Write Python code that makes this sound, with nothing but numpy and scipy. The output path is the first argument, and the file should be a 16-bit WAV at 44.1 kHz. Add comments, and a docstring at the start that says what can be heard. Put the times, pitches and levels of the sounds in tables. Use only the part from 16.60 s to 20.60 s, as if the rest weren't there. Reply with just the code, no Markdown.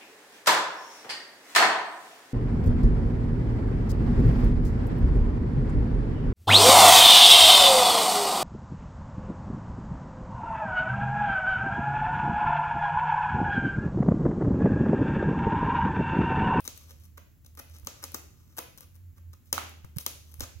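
"""Soft rubbing and short scrapes, very close: fingers hold a rubber sandal on a tiled floor while a small
hand tool picks at its strap. The tip sticks, slips and snaps free, each time setting off the dull sole,
the tool's thin ring and a bright crack. Hands bump the sole, and the rubber slaps back twice, faintly
and then hard. The hard room rings after every snap, over a low wavering hum and faint hiss."""
import sys
import numpy as np
from scipy import signal
from scipy.fft import rfft, irfft
from scipy.io import wavfile
from scipy.ndimage import uniform_filter1d

SR = 44100
rng = np.random.default_rng(int(sys.argv[2]) if len(sys.argv) > 2 else 0)


def to_wav(sig):
    """Store sig (one row per channel, or 1-D mono) as 16-bit WAV at the path in sys.argv[1].

    Samples outside -1..1 are clipped; the rate is SR.
    """
    pcm = np.clip(np.atleast_2d(sig), -1, 1) * 32767
    pcm = np.round(pcm).astype(np.int16)
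    wavfile.write(sys.argv[1], SR, pcm.T)  # frames by channels


N = 176400
TOP_HZ = 16000
BODY_LOW_HZ = 157  # the close sound and the room's answer carry nothing below this


def undb(db):
    """Decibels to gain."""
    return 10 ** (np.asarray(db) / 20)


def unit(x):
    """Scale to unit energy."""
    return x / np.sqrt(np.sum(x ** 2, axis=-1, keepdims=True) + 1e-20)


def pan(db):
    """Stereo gains of mean power one, from left minus right in dB."""
    gains = undb(np.array([[db], [-db]]) / 2)
    return gains / np.sqrt(np.mean(gains ** 2))


def on_log(points, hz):
    """Read a table along a log-frequency axis."""
    freqs, values = np.array(points).T
    return np.interp(np.log(hz + 1), np.log(freqs), values)


def colour(x, points):
    """EQ a sound with a curve."""
    n = x.shape[-1]
    return irfft(rfft(x) * undb(on_log(points, np.fft.rfftfreq(n, 1 / SR))), n)


def walk(rate_hz):
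    """Smooth random drift of unit spread."""
    hold = int(SR / rate_hz)
    steps = np.repeat(rng.standard_normal(N // hold + 1), hold)
    drift = uniform_filter1d(steps, hold)[:N]
    return drift / drift.std()


def add(track, start, x):
    """Mix a sound in at a time in seconds."""
    i = max(0, int(start * SR))
    n = max(0, min(x.shape[-1], N - i))
    track[..., i:i + n] += x[..., :n]


def through(x, response):
    """Convolve with a response, channel by channel."""
    return signal.fftconvolve(np.atleast_2d(x), response, axes=-1)[:, :N]


def ring(modes, size=2048):
    """A struck body: damped sines of alternating polarity."""
    t = np.arange(size) / SR
    out = np.zeros(size)
    for k, (hz, db, t60) in enumerate(modes):
        mode = np.sin(2 * np.pi * hz * t) * np.exp(-np.log(1000) * t / t60)
        out += (-1) ** k * undb(db) * unit(mode)
    return unit(out)


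def click(points, size=2048):
    """A minimum-phase click with a given spectrum."""
    spectrum = undb(on_log(points, np.fft.rfftfreq(size, 1 / SR)))
    cepstrum = irfft(np.log(spectrum))
    cepstrum[1:size // 2] *= 2
    cepstrum[size // 2 + 1:] = 0
    return unit(irfft(np.exp(rfft(cepstrum))))


def near(response, pan_db, scatter_db=-6.5, scatter_s=.0012, right_lag_s=.00015):
    """Close stereo perspective: the direct path plus scatter off hands and floor."""
    t = np.arange(len(response)) / SR
    paths = undb(scatter_db) * unit(rng.standard_normal((2, len(t))) * np.exp(-t / scatter_s) * t)
    paths[0, 0] += 1
    paths[1, int(right_lag_s * SR)] += 1
    return unit(through(response, paths)) * pan(pan_db)


def slips(length, per_s, spread_db=6.5, most=2000):
    """Stick-slip friction: uneven impulses that swell and ease with the pressure, at unit energy."""
    count = int(np.clip(length * per_s, 2, most))
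    place = rng.random(most)[:count]
    strength = undb(spread_db * np.clip(rng.standard_normal(most)[:count], -2, 2))
    pressure = np.sqrt(np.sin(np.pi * place))
    train = np.zeros(int(length * SR) + 2)
    np.add.at(train, (place * (len(train) - 1)).astype(int), pressure * strength * (-1) ** np.arange(count))
    return unit(train)


def drive(push, layers):
    """Scale a push so that each layer gives out unit energy."""
    heard = signal.fftconvolve(push[None], layers, axes=-1)
    return push / np.sqrt(np.sum(heard ** 2, axis=1, keepdims=True) + 1e-20)


# dull knock of the rubber sole (f/Hz, level/dB, t60/s)
SOLE_KNOCK = [(249, -7, 0.051), (388, -9.5, 0.017), (560, -8, 0.027), (780, -8.5, 0.015), (1190, -1, 0.013),
              (1404, -2.5, 0.014), (2020, -6, 0.0057)]
# thin, short ring of the tool (f/Hz, level/dB, t60/s)
TOOL_RING = [(2950, -10.5, 0.0065), (4000, -5, 0.006), (5310, -2.5, 0.0063), (6164, 0, 0.0025),
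             (6580, -2, 0.0083), (7660, -13, 0.0018)]
# spectrum of the bright crack (f/Hz, level/dB)
CRACK_EQ = [(3000, -10), (7000, -18.5), (8600, -6), (9800, -3), (11000, 4), (12000, 3.5), (13300, 0.5),
            (14700, -3.5), (16500, -9)]
def contact_layers():
    """The three layers that friction sets off, always in this order: sole, tool ring, crack."""
    return np.array([ring(SOLE_KNOCK), ring(TOOL_RING), click(CRACK_EQ)])


# finger rubs (t/s, length/s, sole/dB, ring/dB, crack/dB)
RUB_CUES = [(0,0.49,-33,-28,-26.5), (1.016,0.29,-41,-30.5,-29.5), (1.301,.25,-26.5,-28.5,-29),
            (1.681,0.33,-34,-33,-33.5), (2.848,0.11,-47,-38,-34.5), (3.624,0.28,-36,-32,-28)]
def rubs(swell_db=2):
    """Fingers slide softly over the rubber: a fine-grained, wavering force on each layer."""
    force = np.zeros((3, N))
    for start, length, *levels in RUB_CUES:
        add(force, start, undb(levels)[:, None] * slips(length, per_s=2500))
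    return force * undb(swell_db * walk(25.22))


# scrapes of the tip, before trim (t/s, length/s, sole/dB, ring/dB, crack/dB)
SCRAPE_CUES = [(0,0.0074,-31,-25.5,-17.5), (0.046,0.027,-26,-19,-15), (0.156,0.022,-59,-35,-27),
               (.174,0.0067,-53,-27,-20), (0.282,0.04,-30.5,-24,-23.5), (.432,.032,-45.5,-33,-27.5),
               (0.57,0.014,-22.5,-26,-23), (0.84,0.012,-41,-36,-32), (0.856,0.014,-47,-28.5,-32),
               (0.972,0.032,-18.5,-18.5,-14), (1.133,0.042,-33,-25,-25.5), (1.225,0.011,-40,-50,-44),
               (1.423,.012,-22,-23,-19), (1.439,0.016,-24,-26,-20), (1.542,0.01,-13.5,-8,-5.5),
               (1.966,.015,-25,-22.5,-13), (2.179,0.0091,-34.5,-24.5,-23), (2.209,0.038,-32.5,-28,-26),
               (2.343,0.025,-44.5,-38,-28), (2.558,0.034,-36,-38,-33.5), (2.727,0.013,-32,-30,-28),
               (3.245,0.0024,-28,-34.5,-56), (3.361,0.0054,-31,-35,-29), (3.4,0.019,-35,-19,-14.5),
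               (3.713,0.014,-49,-36,-27), (3.81,.035,-17.5,-12,-16.5)]
def scrapes(layers, trim_db=(0, -3, -3)):
    """The tip drags over the rubber: short, gritty bursts of force."""
    force = np.zeros((3, N))
    for start, length, *levels in SCRAPE_CUES:
        gains = undb(np.add(levels, trim_db))[:, None]
        add(force, start, gains * drive(slips(length, per_s=1200), layers))
    return force


# what the sole throws into the room (f/Hz, level/dB)
SOLE_SEND_EQ = [(100, -21.5), (260, -0.5), (420, -2), (560, 1.5), (820, -3.5), (1400, 3), (2100, -6),
                (2800, -6), (3700, -11), (6000, -15), (16000, -21)]
# what the tool throws into the room (f/Hz, level/dB)
TOOL_SEND_EQ = [(500, -29.5), (1600, -19), (2800, -10.5), (3600, -7), (4600, -3), (5400, -3), (6300, 2),
                (7300, -2.5), (8500, -8.5), (12000, -37.5)]
def room_send(force, send_db=(-.5, -2, -2.5)):
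    """The three layers radiate outwards, each with its own tone, into one mono send."""
    thrown = np.array([click(SOLE_SEND_EQ), click(TOOL_SEND_EQ), click(CRACK_EQ)])
    return undb(send_db) @ through(force, thrown)


# decay of the tiled room (f/Hz, t60/s)
ROOM_DECAY = [(150, 0.97), (550, 0.5), (1400, 0.42), (3700, 0.61), (6500, 0.51), (10000, 0.52),
              (16000, 0.15)]
# tone of its tail (f/Hz, level/dB)
ROOM_EQ = [(80, -8), (250, 2), (450, 3), (700, 2.5), (1400, -1), (2200, 3.5), (3000, 3.5), (4400, -2.5),
           (6200, -2.5), (9000, 1.5), (12000, -3), (16000, 12.5)]
def room(level_db=-6, predelay_s=.0035, build_s=.0037, bands=14):
    """Diffuse response of the tiled room: the lows linger and the very top dies first."""
    t = np.arange(SR) / SR
    freqs = np.fft.rfftfreq(SR, 1 / SR)
    noise = rfft(rng.standard_normal((2, SR)))
    centres = np.geomspace(100, TOP_HZ, bands)
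    tail = np.zeros((2, SR))
    for hz, weights in zip(centres, np.eye(bands)):
        band = irfft(noise * np.interp(freqs, centres, weights))
        tail += band * np.exp(-np.log(1000) * t / on_log(ROOM_DECAY, hz))
    fade_in = np.clip((t - predelay_s) / build_s, 0, 1)
    return undb(level_db) * colour(unit(tail * fade_in), ROOM_EQ)


# swells and dips of the hum (t/s, level/dB)
HUM_FADER = [(0.0, -69), (0.04, -58), (0.57, -50), (0.73, -70), (0.98, -48.5), (1.04, -69), (1.11, -44.5),
             (1.41, -68.5), (1.48, -49), (2.22, -73.5), (2.25, -57.5), (2.51, -45), (2.55, -82),
             (2.58, -52.5), (2.7, -43.5), (2.83, -74), (2.94, -47.5), (3.55, -57), (3.82, -46), (3.92, -56),
             (3.97, -57), (4.0, -46)]
# its slow pitch drift (t/s, f/Hz)
HUM_GLIDE = [(0, 82.62), (.9, 79.28), (2.15, 80.33), (2.35, 88.83), (2.65, 84.3), (3, 82.07), (3.6, 76.1),
             (4, 75.3)]
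def hum(jitter=.03, pan_db=-2.5):
    """A low sine that swells and wavers in pitch."""
    t = np.arange(N) / SR
    hz = np.interp(t, *np.array(HUM_GLIDE).T) * (1 + jitter * walk(20))
    rms = undb(np.interp(t, *np.array(HUM_FADER).T))
    return np.sqrt(2) * rms * np.sin(2 * np.pi * np.cumsum(hz) / SR) * pan(pan_db)


# spectrum of the noise bed (f/Hz, level/dB)
HISS_EQ = [(20, -16), (40, 8), (80, 15), (130, 9), (200, 1), (300, -4), (500, -20.5), (1000, -22.5),
           (2100, -23), (3500, -28.5), (4600, -27.5), (6000, -27), (7400, -22), (8500, -34.5),
           (11500, -22.5), (16000, -19)]
def hiss(rms_db=-57.5):
    """Faint steady rumble and hiss, half of it common to both sides."""
    left, right, common = rng.standard_normal((3, N))
    bed = colour(np.array([left, right]) + common, HISS_EQ)
    return undb(rms_db) * np.sqrt(N) * unit(bed)


# small ticks, before trim (t/s, level/dB)
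TICK_CUES = [(0.0425, -27), (0.176, -27.5), (0.3995, -39), (0.865, -32), (0.952, -33), (0.9927, -22),
             (1.098, -34.5), (1.1855, -30), (1.198, -32), (1.2485, -28), (1.263, -32), (1.5195, -23.5),
             (2.1765, -24.5), (2.2075, -22.5), (2.858, -41), (3.095, -28.5), (3.248, -32), (3.3615, -31),
             (3.369, -20), (3.7413, -23.5), (3.7972, -20.5)]
def ticks(trim_db=(-16.5, -10, .5)):
    """Lone slips of the tip: single impulses of force, heard mostly as crack."""
    force = np.zeros((3, N))
    for start, db in TICK_CUES:
        add(force, start, undb(np.add(db, trim_db))[:, None])
    return force


# snaps, before trim (t/s, length/s, sole/dB, ring/dB, crack/dB, sole's extra send/dB)
SNAP_CUES = [(.077,.0009,-18,-9,-14.5,-3), (1.271,.0006,-14.5,-9,-16,0.5), (1.4393,.0008,-19,-12,-16,-17),
             (1.983,0.0016,-21,-15.5,-16.5,4.5), (1.989,0.0014,-17.5,-17,-12,4), (2.928,.0011,-9,0,-2.5,5),
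             (3.3845,.0004,-22,-15.5,-10.5,-13), (3.4634,.0013,-13,-4.5,-5.5,-2.5),
             (3.806,.003,-15.5,-9.5,-13,1)]
def snaps(layers, trim_db=(0, 0, 3), slips_per_s=4900, creep_s=.0012, creep_db=-20, skid_db=2.5):
    """The tip creeps, lets go and skids; gives the close force and the single blows the room takes."""
    force, blows = np.zeros((2, 3, N))
    for start, length, *levels, sole_send_db in SNAP_CUES:
        gains = undb(np.add(levels, trim_db))[:, None]
        release = undb(skid_db) * slips(length, slips_per_s)
        release[0] += 1  # the instant of letting go
        add(force, start - creep_s, gains * undb(creep_db) * slips(creep_s, slips_per_s))
        add(force, start, gains * drive(release, layers))
        add(blows, start, gains * undb([[sole_send_db], [0], [0]]))
    return force, blows


# soft thumps of hand on sole (t/s, f/Hz, length/s, level/dB, left minus right/dB)
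BUMP_CUES = [(1.224, 72, 0.036, -39.5, -26), (1.263, 149, 0.013, -41, -4), (1.539, 205, 0.0092, -39.5, -4),
             (2.925, 157.1, .016, -41, 0), (3.24, 87.1, 0.016, -35, 21), (3.361, 128, 0.018, -24.5, -18),
             (3.784, 75.5, 0.02, -35, -21), (3.804, 190, 0.0068, -36, -2), (3.817, 79.5, 0.028, -31.5, -35),
             (3.945, 87, 0.045, -37.5, -35)]
def bumps():
    """Each push of the hands gives a few soft, low cycles."""
    out = np.zeros((2, N))
    for start, hz, length, db, pan_db in BUMP_CUES:
        t = np.arange(int(length * SR)) / SR
        thump = np.hanning(len(t)) * np.sin(2 * np.pi * hz * t)
        add(out, start, undb(db) * pan(pan_db) * thump)
    return out


# spectrum of a rubber smack at pitch ratio 1 (f/Hz, level/dB)
SMACK_EQ = [(100, -12), (300, -12), (520, -12), (700, -3), (900, -3.5), (1250, 1.5), (1550, -5.5),
            (2200, -9.5), (3800, -13.5), (5500, -20), (7000, -26), (9500, -24), (11500, -21), (16000, -26)]
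# slaps of the rubber (t/s, level/dB, pitch ratio, room send/dB)
SLAP_CUES = [(1.9849, -13, 0.71, -3), (2.9791, -1.5, 1.08, 0)]
def slaps(contact_s=.0017, pan_db=-9):
    """Released rubber smacks back, lower when slack; gives close sound and room send."""
    close, send = np.zeros((2, N)), np.zeros(N)
    for start, db, ratio, send_db in SLAP_CUES:
        smack = click([(hz * ratio, level) for hz, level in SMACK_EQ])
        contact = slips(contact_s, per_s=2000)  # the rubber lands unevenly
        contact[len(contact) // 4] += 1  # the main hit
        add(close, start, undb(db) * near(np.convolve(contact, smack), pan_db))
        add(send, start, undb(db + send_db) * smack)
    return close, send


def scene():
    """Close work on the sandal and the room's answer, over hum and hiss."""
    layers = contact_layers()
    pans_db = (-12, 2.5, 12.5)  # sole right, ring near centre, crack left
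    friction = rubs() + scrapes(layers) + ticks()
    snap_force, snap_blows = snaps(layers)
    picking = sum(through(force, near(layer, pan_db))
                  for force, layer, pan_db in zip(friction + snap_force, layers, pans_db))
    smacks, smack_send = slaps()
    reverb = through(room_send(friction + snap_blows) + smack_send, room())
    low_cut = signal.butter(3, BODY_LOW_HZ, "highpass", fs=SR, output="sos")
    return signal.sosfilt(low_cut, picking + smacks + reverb) + bumps() + hum() + hiss()


def record(dry):
    """A steep high cut takes off the very top."""
    return signal.sosfilt(signal.ellip(10, .2, 70, TOP_HZ, fs=SR, output="sos"), dry)


dry = scene()
out = record(dry)
to_wav(out)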